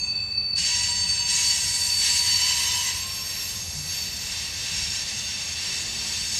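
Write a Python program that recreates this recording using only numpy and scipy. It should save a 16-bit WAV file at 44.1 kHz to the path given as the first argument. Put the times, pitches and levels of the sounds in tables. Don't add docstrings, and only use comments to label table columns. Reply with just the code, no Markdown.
import sys
import numpy as np
from scipy import signal
from scipy.fft import rfft, irfft
from scipy.io import wavfile
from scipy.ndimage import uniform_filter1d

SR = 44100
rng = np.random.default_rng(int(sys.argv[2]) if len(sys.argv) > 2 else 0)


def generate_wav(sig):
    pcm = np.round(np.clip(np.atleast_2d(sig).T, -1, 1) * 32767).astype(np.int16)
    wavfile.write(sys.argv[1], SR, pcm)


N = 281799
FREQ_HZ = np.arange(N // 2 + 1) * SR / N
TIME_S = np.arange(N) / SR

# f/Hz, relative density/dB
RUMBLE_SPECTRUM = [(15, -47), (28, -22), (55, -6), (90, 0), (125, -9.5), (200, -11), (270, -20.5),
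                   (934, -20.5), (1460, -26), (2400, -23.5), (4080, -42), (7540, -34), (11000, -40),
                   (15600, -47)]
# t/s, level/dB
RUMBLE_UPPER_LEVEL = [(0, -45), (1.5, -43), (5.4, -42.5), (5.8, -41.5), (6.39, -42.5)]
# t/s, high note level/dB, low note level/dB
SINGING_LEVELS = [(0.0, -27, -40), (0.23, -27, -37.5), (0.27, -33, -44), (0.39, -23.5, -38),
                  (0.5, -29, -46), (0.53, -23, -41.5), (0.75, -28.5, -37), (1.01, -26, -53),
                  (1.07, -23.5, -40), (1.42, -30, -39), (1.51, -20, -49), (1.56, -34, -48),
                  (1.96, -23.5, -42), (2.08, -26, -43), (2.37, -22.5, -55), (2.72, -34, -46),
                  (3.75, -41, -53), (4.0, -31.5, -47), (4.16, -39, -50.5), (5.92, -37, -48),
                  (6.34, -33, -55), (6.39, -38, -52)]
# t/s, pitch/rest pitch, locked tone weight/dB
SINGING_GRIP = [(0, 1.0015, 0), (1.2, 1, 0), (2.5, .9982, 3), (2.75, 1.002, -9), (6.39, 1.0005, -8)]
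# f/Hz, level/dB, t60/s
RELEASED_MODES = [(960, -60, 3), (3547, -52, 2), (5476, -52, .9), (6454, -42, .7), (7425, -42, 1.2),
                  (8420, -50, .8), (8660, -58, .6), (9070, -62, 5), (10330, -64, 1.2)]
# t/s, level/dB
RIM_FRICTION = [(0, -72), (.26, -82), (.49, -76), (.68, -58), (1.14, -61), (1.39, -47), (1.92, -45),
                (2.7, -43.5), (3.17, -48.5), (3.46, -40), (3.69, -60), (3.9, -44), (4.32, -52.5),
                (5.33, -59.5), (6.39, -50)]
# f/Hz, nominal width/Hz, relative density/dB
RIM_MODES = [(10954, 45, 4), (11127, 80, 8), (11380, 77, 10), (11620, 82, 7), (11857, 18, -6),
             (12020, 49, 7), (12154, 52, 2), (12302, 50, 4), (12433, 55, 0), (12776, 104, 0),
             (13290, 22, 0), (13367, 128, -7), (13723, 30, -9), (13851, 76, -3), (14135, 66, -14),
             (14434, 98, -7), (15145, 79, -10)]
NEAR_MODES = [(1644, 65, -4), (1785, 29, 1), (1954, 107, 3), (2252, 46, 3), (2645, 37, 8), (2839, 149, 8),
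              (3355, 74, 2), (3584, 58, 6), (3946, 128, 7), (4944, 149, 2), (5154, 57, 4), (5265, 33, 9),
              (5528, 87, 11), (5870, 149, 3), (6036, 58, 7), (6440, 38, 14), (6518, 50, 13), (6702, 34, 5),
              (6864, 82, 5), (7125, 33, -4), (7474, 92, 9), (7754, 118, 2), (8360, 44, 3), (8481, 56, 8),
              (8714, 31, 1), (9466, 87, 1), (9709, 38, -4), (10457, 100, -6), (10551, 18, -10),
              (10751, 36, -13)]
FAR_MODES = [(1611, 106, -6), (1775, 35, 1), (1955, 149, 1), (2229, 38, 3), (2641, 30, 8), (2755, 149, 6),
             (3319, 149, -1), (3578, 38, 10), (3848, 52, 1), (4019, 149, 3), (5128, 149, 4), (5257, 29, 5),
             (5508, 70, 12), (5856, 149, 2), (6022, 34, 5), (6478, 77, 11), (6691, 62, 5), (6861, 149, 2),
             (7443, 78, 4), (7561, 57, 2), (7770, 149, -2), (8471, 149, 1), (9453, 123, -4),
             (9751, 149, -12), (10465, 149, -9)]
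# f/Hz, relative density/dB
HISS_SPECTRUM = [(500, -33.5), (900, -12.5), (1430, -15.5), (1800, -10), (2700, -2), (3600, -4), (4400, 0),
                 (5500, -1.5), (7000, -5), (8900, -12.5), (10500, -17.5), (12500, -24.5), (15600, -38)]
# t/s, level/dB, treble over middle/dB
FAR_FRICTION = [(0, -48.5, -6), (.34, -56, -5), (.54, -57.5, -12), (.62, -38, -1), (1.15, -32, 1),
                (1.24, -35.5, -8), (3.05, -35.5, -5), (3.24, -35, -1), (3.4, -32.5, -1), (3.58, -33.5, 2.5),
                (3.76, -36.5, 8), (3.92, -31.5, 0.5), (4.2, -33.5, 1.5), (4.34, -29.5, -0.5),
                (4.49, -33, 0), (4.72, -28, -1), (4.82, -29.5, -0.5), (5.55, -31.5, -2), (5.76, -29, -1.5),
                (5.9, -32, -0.5), (6.18, -29.5, -2), (6.3, -31.5, 1), (6.39, -26, 2.2)]
# t/s, length/s, level/dB, treble over middle/dB
NEAR_BOUTS = [(0.543, 0.29, -26.5, 0.5), (1.251, 0.31, -25, 3.5), (1.6, 0.44, -32, 9),
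              (1.974, 0.2, -24, 0.5), (2.223, 0.67, -25.5, -1)]
# t/s, length/s, f/Hz, level/dB
BODY_GROANS = [(0.1, 0.54, 182.6, -55.5), (0.95, 0.45, 179.3, -53), (3.76, 0.17, 151, -42),
               (4.0, 0.34, 186, -53), (4.7, 0.21, 156.3, -50), (5.1, 0.49, 213, -55.5),
               (5.6, 0.43, 399, -59), (5.8, 0.59, 219.6, -52.5), (5.8, .5, 339, -61.5)]
WHEEL_SQUEALS = [(.6, .4, 7465, -38), (.61, .95, 2897, -44), (.64, 1.33, 7378, -39), (.66, .24, 6531, -39),
                 (.66, .63, 6398, -35), (.67, .22, 9450, -46), (.68, .37, 967, -45), (.72, .52, 5170, -48),
                 (.69, 1.21, 1944, -46), (.75, .54, 8344, -40), (.76, .64, 5430, -43),
                 (1.05, 1.1, 963, -48.5), (1.26, .4, 9446, -47), (1.27, .5, 2250, -48),
                 (1.27, .65, 5269, -42), (1.29, 1.07, 9701, -53), (1.28, .19, 3952, -41),
                 (1.29, 1.38, 8478, -38), (1.3, .18, 5553, -37), (1.3, .18, 6511, -35),
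                 (1.3, .31, 7511, -39), (1.3, .62, 7763, -43), (1.31, .14, 6038, -39),
                 (1.31, .98, 6873, -40), (1.37, .53, 8709, -45), (1.44, .31, 8338, -40),
                 (1.59, .31, 6401, -40), (1.69, .44, 11140, -49), (1.73, .69, 11387, -51),
                 (1.74, 1.1, 9466, -43), (1.87, .99, 6046, -41), (1.98, .17, 7760, -34),
                 (2.07, .82, 7495, -40), (2.18, .8, 962, -45), (2.2, .7, 2015, -44), (2.2, .8, 1005, -48),
                 (2.24, .14, 6545, -38), (2.25, .56, 3020, -36), (2.31, .24, 7363, -41),
                 (2.31, .45, 4011, -41), (2.38, .14, 6401, -38), (2.39, 1.21, 7566, -45),
                 (2.45, .7, 1058, -50), (2.47, .52, 5898, -41), (2.5, .31, 5145, -40),
                 (2.63, .17, 6454, -36), (2.71, .82, 8516, -46), (2.97, 1.09, 6445, -41),
                 (3.02, .51, 9439, -56), (3.05, .55, 1050, -55), (3.1, .3, 5477, -35),
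                 (3.31, .67, 11060, -52), (3.93, .38, 12088, -52), (4.65, .41, 5521, -39),
                 (5.05, 1.3, 3575, -47), (5.1, .5, 6450, -41), (5.34, .15, 5513, -40),
                 (5.78, .6, 6832, -43), (5.9, .45, 6005, -46), (6.02, .35, 8708, -47),
                 (6.18, .19, 5236, -42), (6.08, .3, 6496, -38), (5.7, .4, 7744, -46), (6.08, .3, 7732, -41)]


def from_db(db):
    return 10 ** (np.asarray(db) / 20)


def unit_rms(x):
    return x / np.sqrt(np.mean(np.abs(x) ** 2) + 1e-20)


def curves(table):
    t_s, *columns = np.transpose(table)
    return [np.interp(TIME_S, t_s, column) for column in columns]


def coloured(gain):
    return unit_rms(irfft(gain * rfft(rng.standard_normal(N)), N))


def spectrum(points):
    hz, db = np.transpose(points)
    return from_db(np.interp(np.log(FREQ_HZ + 1), np.log(hz), db))


def peak(hz, width_hz):
    return 1 / (1 + ((FREQ_HZ - hz) / width_hz) ** 2)


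def drift(rate_hz):
    return coloured(peak(0, rate_hz))


def split(x, crossover_hz, order):
    low = irfft(rfft(x) / (1 + (FREQ_HZ / crossover_hz) ** order), N)
    return low, x - low


def wavering(hz, width_hz, steady_share, count):
    pole = np.exp(-2 * np.pi * width_hz / SR)
    settle = 2000
    white = rng.standard_normal(count + settle) + 1j * rng.standard_normal(count + settle)
    wander = unit_rms(signal.lfilter([1], [1, -2 * pole, pole ** 2], white)[settle:])
    amplitude = np.sqrt(steady_share) + np.sqrt(1 - steady_share) * wander
    phase_rad = 2 * np.pi * np.cumsum(hz * np.ones(count)) / SR
    return unit_rms(np.real(amplitude * np.exp(1j * phase_rad)))


def notes(table, width_hz, steady_share, edge_s):
    out = np.zeros(N)
    for onset_s, length_s, hz, db in table:
        start = max(round((onset_s - edge_s) * SR), 0)
        end_s = onset_s + length_s + 2 * edge_s
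        t_s = TIME_S[start:round(end_s * SR)]
        rise = (t_s - onset_s + edge_s) / (2 * edge_s)
        fall = (end_s - t_s) / (3 * edge_s)
        envelope = np.sin(np.pi / 2 * np.clip(np.minimum(rise, fall), 0, 1)) ** 2
        tone = wavering(hz, width_hz, steady_share, len(t_s))
        out[start:start + len(t_s)] += from_db(db) * envelope * tone
    return out


def mode_gain(modes, sharpness=1.2):
    return np.sqrt(sum((from_db(db) * peak(hz, width_hz / sharpness)) ** 2 for hz, width_hz, db in modes))


def several_wheels(gain, grain_db, grain_hz=25.14, swell_db=4, wheels=4):
    out, power = 0, 0
    lines_hz = np.arange(0, SR / 2 + grain_hz, grain_hz)
    for _ in range(wheels):
        lines_db = grain_db * np.interp(FREQ_HZ, lines_hz, rng.standard_normal(len(lines_hz)))
        swell = from_db(swell_db * drift(rate_hz=2.16))
        out += swell * coloured(gain * from_db(lines_db))
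        power += swell ** 2
    return out / np.sqrt(power)


def rolling(bass_db=-42, lumps_db=1.2):
    upper_db, = curves(RUMBLE_UPPER_LEVEL)
    bass, upper = split(coloured(spectrum(RUMBLE_SPECTRUM)), crossover_hz=250, order=4)
    return from_db(bass_db + lumps_db * drift(rate_hz=5.7)) * bass + from_db(upper_db) * upper


def singing_mode(hz, width_hz, skirt_width_hz, skirt_db):
    bend, lock_db = curves(SINGING_GRIP)
    tone = wavering(hz * bend, width_hz, steady_share=0.72, count=N)
    skirt = coloured(peak(hz - 21, skirt_width_hz) ** 2.7)
    note = from_db(lock_db) * tone + from_db(skirt_db) * skirt
    power = uniform_filter1d(uniform_filter1d(note ** 2, size=SR // 16), size=SR // 16)
    return note / np.sqrt(power)


def singing_wheel():
    high_db, low_db = curves(SINGING_LEVELS)
    high = singing_mode(hz=4540, width_hz=20, skirt_width_hz=92.4, skirt_db=-4.5)
    low = singing_mode(hz=2616, width_hz=7.88, skirt_width_hz=36.4, skirt_db=-13.5)
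    return from_db(high_db) * high + from_db(low_db) * low


def released_wheel(fade_s=0.25):
    t_s = TIME_S[:SR]
    ring = sum(from_db(db - 60 * t_s / t60_s) * wavering(hz, width_hz=5.8, steady_share=0.46, count=SR)
               for hz, db, t60_s in RELEASED_MODES)
    return np.pad(ring * np.clip((1 - t_s) / fade_s, 0, 1), (0, N - SR))


def rim_whistle(locks_per_mode=3, mean_lock_s=0.79, lock_offset_db=-17):
    friction_db, = curves(RIM_FRICTION)
    locks = []
    for hz, _, mode_db in RIM_MODES:
        for _ in range(locks_per_mode):
            onset_s = rng.uniform(0, N / SR)
            length_s = mean_lock_s * rng.uniform(0.5, 1.5)
            level_db = friction_db[int(onset_s * SR)] + mode_db + lock_offset_db
            locks.append((onset_s, length_s, hz, level_db))
    return from_db(friction_db) * several_wheels(mode_gain(RIM_MODES), grain_db=9) + squeals(locks)


def grinding(modes, middle_gain, treble_gain, hiss_db=2.5):
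    gain = np.hypot(from_db(hiss_db) * spectrum(HISS_SPECTRUM), mode_gain(modes))
    middle, treble = split(several_wheels(gain, grain_db=5), crossover_hz=4500, order=6)
    return middle_gain * middle + treble_gain * treble


def far_flanges():
    friction_db, lift_db = curves(FAR_FRICTION)
    return grinding(FAR_MODES, from_db(friction_db - lift_db / 2), from_db(friction_db + lift_db / 2))


def groans():
    return notes(BODY_GROANS, width_hz=5.9, steady_share=0.21, edge_s=0.042)


def near_flanges(bite_s=0.045, sag_db_per_s=2.5, release_db_per_s=66):
    middle_power, treble_power = 0, 0
    for onset_s, length_s, db, lift_db in NEAR_BOUTS:
        age_s = np.maximum(TIME_S - onset_s, 0)
        sag_db = sag_db_per_s * np.minimum(age_s, length_s)
        release_db = release_db_per_s * np.maximum(age_s - length_s, 0)
        gain = np.clip(age_s / bite_s, 0, 1) ** 2 * from_db(db - sag_db - release_db)
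        middle_power += (gain * from_db(-lift_db / 2)) ** 2
        treble_power += (gain * from_db(lift_db / 2)) ** 2
    return grinding(NEAR_MODES, np.sqrt(middle_power), np.sqrt(treble_power))


def squeals(locks):
    return notes(locks, width_hz=12.8, steady_share=0.41, edge_s=0.04)


def scene(stutter_db=0.6):
    mono = rolling() + singing_wheel() + released_wheel() + rim_whistle()
    mono += from_db(stutter_db * drift(rate_hz=12)) * (far_flanges() + near_flanges())
    mono += groans() + squeals(WHEEL_SQUEALS)
    return np.array([mono, mono])


def record(dry, cutoff_hz=15700):
    return signal.sosfilt(signal.ellip(10, .5, 60, cutoff_hz, fs=SR, output="sos"), dry)


dry = scene()
out = record(dry)
generate_wav(out)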